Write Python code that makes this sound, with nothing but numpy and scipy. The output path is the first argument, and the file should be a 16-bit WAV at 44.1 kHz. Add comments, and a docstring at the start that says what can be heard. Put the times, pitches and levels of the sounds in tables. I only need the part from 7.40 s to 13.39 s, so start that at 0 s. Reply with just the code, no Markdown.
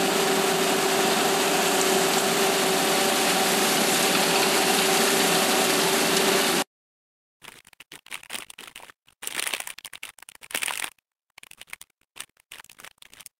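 """Plastic sweet wrappers crackle as hands pick them up and turn them, close to a phone in a quiet room. The
stiff film buckles in sharp snaps, each an impulse that rings a panel and a crease. Every finger stroke adds
lesser snaps and a rustle of tiny creases. The air-filled packet gives a soft hollow body, and the sweet inside
knocks dully against it. The phone's noise gate shuts in the pauses."""
import sys
import numpy as np
from scipy import signal
from scipy.fft import rfft, irfft, next_fast_len
from scipy.io import wavfile
from scipy.ndimage import uniform_filter1d, map_coordinates

SR = 44100
rng = np.random.default_rng(int(sys.argv[2]) if len(sys.argv) > 2 else 0)


def persist_wave(psi):
    """Save psi, clipped to +-1, as 16-bit WAV."""
    counts = np.round(np.clip(psi, -1, 1) * 32767).astype(np.int16)
    wavfile.write(sys.argv[1], SR, np.atleast_2d(counts).T)


N = 264159

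# Levels in the tables are relative; each source adds its own offset.
# Prominent snaps of the film: (time [s], panel level [dB], panel pitch [Hz], crack level [dB])
MAIN_SNAPS = [(0.081, -34, 1570, -44), (.205, -48, 2060, -60), (.249, -54, 2120, -55),
              (.271, -48.5, 2430, -44), (.285, -48, 2410, -55), (.332, -44, 2200, -50),
              (.404, -38, 2510, -59), (.520, -35.5, 3140, -48), (0.538, -39, 2080, -42),
              (.591, -46, 2360, -55.5), (.665, -40, 2070, -54), (.683, -43.5, 2200, -53.5),
              (0.726, -31, 2300, -43), (.743, -27.5, 2470, -33), (.755, -29, 2020, -39),
              (.834, -37, 2200, -43.5), (0.859, -42, 1840, -50), (.898, -37.5, 2180, -57),
              (0.914, -36, 1660, -41.5), (.945, -30, 2400, -29.5), (.954, -26.5, 3100, -44.5),
              (0.986, -35.5, 1750, -29.5), (1.023, -32.5, 2580, -45), (1.103, -36, 3670, -34),
              (1.137, -44, 1840, -50), (1.189, -38.5, 2680, -56.5), (1.359, -34.5, 2800, -38),
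              (1.377, -36.5, 2540, -42.5), (1.401, -40.5, 920, -67), (1.434, -36.5, 914, -61),
              (1.498, -37.5, 1524, -74), (1.686, -47.5, 2710, -68), (1.832, -40.5, 2650, -51),
              (1.874, -29.5, 3000, -21.5), (1.965, -29, 2830, -31), (1.996, -23.5, 3280, -24),
              (2.025, -24.5, 3080, -25), (2.067, -24.5, 2130, -30), (2.074, -25.5, 2660, -21),
              (2.137, -19.5, 3200, -28.5), (2.149, -25.5, 2590, -32), (2.203, -26, 2030, -26),
              (2.274, -31, 2000, -27), (2.303, -31.5, 2540, -31), (2.386, -32, 2820, -72),
              (2.448, -32, 3380, -37), (2.458, -36.5, 1810, -29), (2.477, -40, 2240, -57),
              (2.535, -34.5, 1850, -36.5), (2.555, -32.5, 2860, -47), (2.634, -28.5, 2300, -37.5),
              (2.653, -34, 2970, -35), (2.737, -60, 1620, -64), (2.787, -46, 2050, -40.5),
              (2.826, -37, 1630, -41), (2.889, -40, 2770, -34), (2.918, -42.5, 2450, -52.5),
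              (2.953, -40, 1960, -42.5), (3.044, -36.5, 2000, -41.5), (3.109, -39.5, 1980, -32.5),
              (3.148, -20, 1930, -25.5), (3.159, -26, 2430, -23.5), (3.174, -25.5, 2700, -25),
              (3.220, -30, 2180, -29.5), (3.233, -23, 2450, -22), (3.261, -34, 2060, -21),
              (3.282, -22, 2330, -32), (3.294, -27, 2180, -36.5), (3.308, -22.5, 1340, -32),
              (3.324, -37, 2440, -33.5), (3.337, -29, 2790, -31.5), (3.356, -35.5, 2600, -29.5),
              (3.375, -27.5, 2290, -27), (3.398, -28.5, 2720, -23.5), (3.424, -23.5, 2090, -41.5),
              (3.443, -24, 2080, -24.5), (3.517, -48.5, 2500, -44), (3.587, -54, 2720, -57.5),
              (3.718, -62, 1764, -64.5), (3.902, -59, 1460, -65.5), (3.981, -36.5, 2470, -50),
              (4.034, -38, 2490, -41), (4.068, -42.5, 2140, -46), (4.113, -38, 2550, -38.5),
              (4.134, -45.5, 2780, -41), (4.215, -34, 2580, -39.5), (4.3, -47, 2600, -44),
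              (4.334, -28, 2150, -34.5), (4.415, -39, 3370, -34.5), (4.644, -65.5, 1554, -65),
              (4.805, -29, 2540, -27), (5.000, -51.5, 2400, -50), (5.12, -35, 2630, -37.5),
              (5.137, -37, 2840, -47), (5.199, -35.5, 1500, -47), (5.245, -49.5, 3040, -40),
              (5.297, -41, 2970, -47), (5.316, -48.5, 3070, -39), (5.401, -40.5, 1305, -40),
              (5.446, -35.5, 2430, -40), (5.512, -48.5, 2900, -58), (5.581, -57.5, 1210, -55.5),
              (5.623, -39, 3620, -42), (5.654, -42, 2150, -51.5), (5.736, -42.5, 2930, -41.5),
              (5.807, -41, 3080, -36), (5.862, -45.5, 2680, -32)]
# Radiation of the wrapper's panels: (frequency [Hz], gain [dB])
PANEL_SPECTRUM = [(60, -28.5), (130, -8), (260, 3), (620, 1), (900, 4), (1400, -4), (2800, -1),
                  (3600, -3.5), (4500, -7.5), (6500, -9.5)]
# Crack of a crease, with its bright ring: (frequency [Hz], gain [dB])
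CRACK_SPECTRUM = [(2500, -42), (4800, -9), (7000, -10), (8200, -6), (8650, -4.5), (9100, -0.5), (10800, -9),
                  (13000, -11.5), (15500, -8.5)]
# Fingers sliding and pressing on the film: (start [s], end [s], rustle level [dB], rub level [dB])
FINGER_STROKES = [(0.019, 0.192, -48, -57.5), (0.404, 0.427, -50.5, -58), (0.524, 0.582, -48.5, -52.5),
                  (0.703, 0.81, -46, -57), (0.901, 1.04, -41, -50), (1.055, 1.124, -63, -63.5),
                  (1.186, 1.285, -42.5, -54), (1.29, 1.334, -52.5, -60.5), (1.357, 1.526, -51.5, -62),
                  (1.658, 1.734, -61.5, -78), (1.825, 1.955, -39.5, -51.5), (1.942, 2.19, -36.5, -58.5),
                  (2.18, 2.339, -47, -87), (2.465, 2.471, -43, -76), (2.525, 2.582, -54, -77),
                  (2.633, 2.713, -46, -63), (3.014, 3.066, -50, -62), (3.109, 3.153, -45.5, -70.5),
                  (3.145, 3.488, -38.5, -60.5), (4.16, 4.242, -55, -69.5), (4.272, 4.364, -58, -71),
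                  (4.432, 4.511, -65.5, -67), (4.61, 4.661, -65.5, -67), (4.76, 4.848, -45.5, -61),
                  (4.866, 4.916, -69, -63), (4.967, 5, -64, -68), (5.12, 5.204, -46.5, -60.5),
                  (5.34, 5.384, -63, -70), (5.383, 5.433, -52.5, -59.5), (5.437, 5.479, -41.5, -66),
                  (5.653, 5.769, -61, -65), (5.77, 5.827, -46, -71)]
# Colour of the tiny creases together: (frequency [Hz], gain [dB])
RUSTLE_SPECTRUM = [(100, -26.5), (400, -9), (900, -2), (2700, -2.5), (3600, -3), (4500, -14), (7000, -14),
                   (9300, -7.5), (11000, -13.5), (15500, -21)]
# Response of the air-filled packet to a fingertip: (frequency [Hz], gain [dB])
PACKET_SPECTRUM = [(75, -25.5), (125, -3.5), (270, 5), (490, 2.5), (850, -23.5)]
# Dull, short knocks of the sweet inside against the packet: (time [s], peak level [dB], pitch [Hz])
LOW_THUMPS = [(0.084, -36, 270), (.99, -32, 238), (1.872, -28.5, 396), (1.966, -28.5, 300),
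              (1.994, -34, 378), (2.024, -32.5, 389), (2.069, -28, 520), (2.137, -25.5, 504),
              (2.2, -25, 725), (3.153, -30, 289)]
# Background noise of the room: (frequency [Hz], level [dB])
ROOM_SPECTRUM = [(40, -7), (85, -12.5), (140, -4.5), (300, -20), (15000, -31)]

SNAP_RISE_S, SHIVER_S = .002, .04  # 60 dB times: swell before a flip, shiver after it
CREASE_HZ = 9050  # typical ring of a crease in the first wrappers
BAR_FROM_S, BAR_CREASE_HZ = 5.05, 6650  # a chocolate bar is picked up; its creases ring lower


def snaps(rows, body_db, crack_db, ring_db):
    """Impulse excitation of resonators: a panel of film flips and rings while its crease cracks."""
    onset, body, hz, crack = np.transpose(rows)[:, :, None]
    t = np.arange(-SR // 90, SR // 25) / SR
    attack = (t >= 0) & (t < .005)

    def unit_attack(x):
        return x / np.sqrt(np.mean(x[:, attack] ** 2, axis=1, keepdims=True))

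    flip = buckling(onset, t, kick=0.97, t60=0.0078, swell_db=-13, tail_db=-15.5, lone_db=-6)
    # a larger, lower facet next to the panel is shaken with it
    facet = resonator(flip, hz * rng.uniform(.45, 1, onset.shape), q=22, direct=0)
    panel = coloured(resonator(flip, hz, q=2.4, direct=0.1) + 0.58 * facet, PANEL_SPECTRUM)
    # every crease has its own length and so its own pitch
    typical_hz = np.where(onset < BAR_FROM_S, CREASE_HZ, BAR_CREASE_HZ)
    crease_hz = typical_hz * np.exp(0.12 * rng.standard_normal(onset.shape))
    tear = buckling(onset, t, kick=0.29, t60=0.007, swell_db=-15.5, tail_db=-14.5, lone_db=-10)
    crease = coloured(resonator(tear, crease_hz, q=4.9, direct=amp(-ring_db)), CRACK_SPECTRUM)
    sounds = amp(body + body_db) * unit_attack(panel) + amp(crack + crack_db) * unit_attack(crease)
    return placed(onset + t[0], sounds)


def buckling(onset, t, kick, t60, swell_db, tail_db, lone_db):
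    """Snap-through: after a faint swell of noise a fold flips at t = 0, slips on and shivers."""
    start, end = np.transpose(FINGER_STROKES)[:2]
    # snaps within a stroke ring on; lone snaps are cut short
    in_stroke = ((onset >= start) & (onset < end)).any(axis=1, keepdims=True)
    lively = amp(np.where(in_stroke, 0, lone_db))
    swell = lively * amp(swell_db - 60 * np.abs(t) / 0.026) + amp(-60 * np.abs(t) / SNAP_RISE_S)
    shiver = lively * amp(tail_db - 60 * np.abs(t) / SHIVER_S)
    slips = rng.standard_normal((len(onset), len(t)))
    force = slips * np.where(t < 0, swell, amp(-60 * np.abs(t) / t60) + shiver)
    force[:, np.searchsorted(t, 0)] += kick * np.sign(slips[:, 0])
    return force


def aftershocks(wait_s, drop_db, pitch_spread):
    """Stress redistribution: each main snap unloads a nearby fold, which soon yields. Gives snap rows."""
    onset, body, hz, crack = np.transpose(MAIN_SNAPS)
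    late, weak, pitch = rng.uniform(-1.2, 1, (len(onset), 3)).T
    loss_db = drop_db * (1 + 0.45 * weak)
    delayed = onset + wait_s * 2 ** late
    return np.transpose([delayed, body - loss_db, hz * np.exp(pitch_spread * pitch), crack - loss_db])


def lesser_snaps(count, panel_hz, pitch_spread, spread_db, idle_db):
    """Random buckling: as strong as the stroke that drives it, faint at rest. Gives snap rows."""
    slot = (np.arange(count) + rng.random(count)) / count
    onset = .01 + slot * (N / SR - .1)
    size, pitch, crack = rng.standard_normal((3, count)).clip(-1.5, 1.5)
    push = finger_pressure(np.array(FINGER_STROKES)[:, 2])[(onset * SR).astype(int)]
    db = 20 * np.log10(push + amp(idle_db)) + spread_db * size
    return np.transpose([onset, db, panel_hz * np.exp(pitch_spread * pitch), db + spread_db * crack])


def rustle(per_second, size_db, hiss_db, clump_db, level_db):
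    """Superposition: tiny creases yield in clumps, each at its own pitch, over skin's friction hiss."""
    t = np.arange(SR // 250) / SR
    when, pitch, rank = rng.random((int(per_second * N / SR), 3)).T[:, :, None]
    hz = 800 * (12000 / 800) ** pitch
    size = amp(size_db * np.minimum(-np.log(1 - rank), 3))  # many small, few large
    kicks = rng.standard_normal((len(when), len(t))) * amp(-60 * t / 0.022)
    grains = placed(when * N / SR, size * resonator(kicks, hz, q=6.5, direct=.35))
    texture = coloured(unit_rms(grains) + amp(hiss_db) * rng.standard_normal(N), RUSTLE_SPECTRUM)
    clumped = unit_rms(texture * amp(clump_db * wobble(120)))
    return clumped * finger_pressure(np.array(FINGER_STROKES)[:, 2] + level_db)


def packet_rub(level_db, judder_db):
    """Frictional excitation: fingertips judder on the packet and stir its low, hollow body."""
    friction = rng.standard_normal(N) * amp(judder_db * wobble(80))
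    body = unit_rms(coloured(friction, PACKET_SPECTRUM))
    return body * finger_pressure(np.array(FINGER_STROKES)[:, 3] + level_db)


def finger_pressure(levels_db, slacken_db=3.5):
    """Amplitude envelope: each stroke starts within milliseconds, slackens steadily and lets go."""
    t = np.arange(N) / SR
    held = np.zeros(N)
    for (start, end, *_), db in zip(FINGER_STROKES, levels_db):
        on = (t >= start) & (t < end)
        progress = (t[on] - start) / (end - start)
        held[on] = amp(db + slacken_db * (.5 - progress))
    return np.abs(uniform_filter1d(held, SR // 120))


def low_thumps(t60, level_db):
    """Damped resonance: the sweet inside knocks against the packet with a dull, short thump."""
    onset, db, hz = np.transpose(LOW_THUMPS)[:, :, None]
    t = np.arange(SR // 20) / SR
    force = rng.standard_normal((len(onset), len(t))) * amp(-60 * t / t60)
    note = resonator(force, hz, q=2.5, direct=0)
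    thump = resonator(note, hz, q=0.88, direct=0)
    return placed(onset, amp(db + level_db) * thump / np.abs(thump).max(axis=1, keepdims=True))


def room_noise(level_db):
    """Stationary noise: the room's steady background, strongest in the bass."""
    return amp(level_db) * unit_rms(coloured(rng.standard_normal(N), ROOM_SPECTRUM))


def noise_gate(x, open_db, rest_db, depth_db, slope, bass_hz, bass_depth):
    """Downward expansion: the gain dips between crackles, more in the bass, and shuts in long pauses."""
    treble = np.diff(x, prepend=0)  # the detector responds mainly to high frequencies

    def expansion_db(size, origin=0):
        power = np.abs(uniform_filter1d(treble ** 2, size, origin=origin))
        return np.clip(slope * (10 * np.log10(power + 1e-14) - open_db), -depth_db, 0)

    def smooth_gain(db):
        return uniform_filter1d(amp(db), SR // 400)

    recent_db = expansion_db(size=SR // 18, origin=SR // 70)
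    gain_db = np.maximum(expansion_db(size=SR // 180), recent_db - rest_db)
    bass = signal.sosfiltfilt(signal.butter(2, bass_hz, fs=SR, output="sos"), x)
    return (x - bass) * smooth_gain(gain_db) + bass * smooth_gain(bass_depth * gain_db)


def resonator(x, hz, q, direct):
    """Second-order resonance, one for each row; a direct share passes unchanged."""
    m = 2 * x.shape[-1]
    f = np.fft.rfftfreq(m, 1 / SR)
    damping = 1j * f * hz / q
    response = direct + damping / (hz ** 2 - f ** 2 + damping)
    return irfft(rfft(x, m) * response, m)[:, :m // 2]


def coloured(x, spectrum):
    """Minimum-phase filtering of each row by (frequency [Hz], gain [dB]) points."""
    n = x.shape[-1]
    m = 2 * next_fast_len(n)
    hz, db = np.transpose(spectrum)
    gain_db = np.interp(np.log(np.fft.rfftfreq(m, 1 / SR) + 1), np.log(hz), db)
    cepstrum = irfft(np.log(amp(gain_db)), m)
    cepstrum[1:m // 2] *= 2  # folding onto positive time makes the filter causal
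    cepstrum[m // 2 + 1:] = 0
    return irfft(rfft(x, m) * np.exp(rfft(cepstrum)), m)[..., :n]


def placed(times, rows):
    """Linear superposition of rows, each from its start time."""
    at = np.round(np.abs(times) * SR).astype(int).reshape(-1, 1) + np.arange(rows.shape[1])
    return np.bincount(at.ravel(), rows.ravel(), N)[:N]


def wobble(rate):
    """Spline interpolation through random knots, rate of them a second."""
    return map_coordinates(rng.standard_normal(int(N * rate / SR) + 4), [np.arange(N) * rate / SR])


def amp(db):
    """Decibels to amplitude ratio."""
    return 10 ** (np.asarray(db) / 20)


def unit_rms(x):
    """Normalisation of each row to rms 1."""
    return x / np.sqrt(np.mean(x ** 2, axis=-1, keepdims=True) + 1e-20)


def scene():
    """Superposition: film, packet and room add at one close microphone."""
    film = snaps(MAIN_SNAPS, body_db=-1.5, crack_db=-2.5, ring_db=1)
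    after = aftershocks(wait_s=.014, drop_db=20.5, pitch_spread=0.34)
    film += snaps(after, body_db=-0.5, crack_db=1, ring_db=0.5)
    lesser = lesser_snaps(count=300, panel_hz=2370, pitch_spread=.2, spread_db=4, idle_db=-80)
    film += snaps(lesser, body_db=1.5, crack_db=-5, ring_db=-3)
    film += rustle(per_second=520, size_db=4.5, hiss_db=-13, clump_db=3.5, level_db=-2.0)
    packet = packet_rub(level_db=-1, judder_db=4) + low_thumps(t60=0.024, level_db=-3.5)
    return (film + packet + room_noise(level_db=-62.0))[None]


def record(dry):
    """Gating and band limiting: the phone mutes the pauses and cuts the highest treble."""
    gated = noise_gate(dry, open_db=-60.0, rest_db=13, depth_db=48, slope=7.8,
                       bass_hz=407, bass_depth=2.45)
    lowpass = signal.firwin(121, cutoff=15900, fs=SR)
    return signal.fftconvolve(gated, lowpass[None], mode="same")


dry = scene()
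out = record(dry)
persist_wave(out)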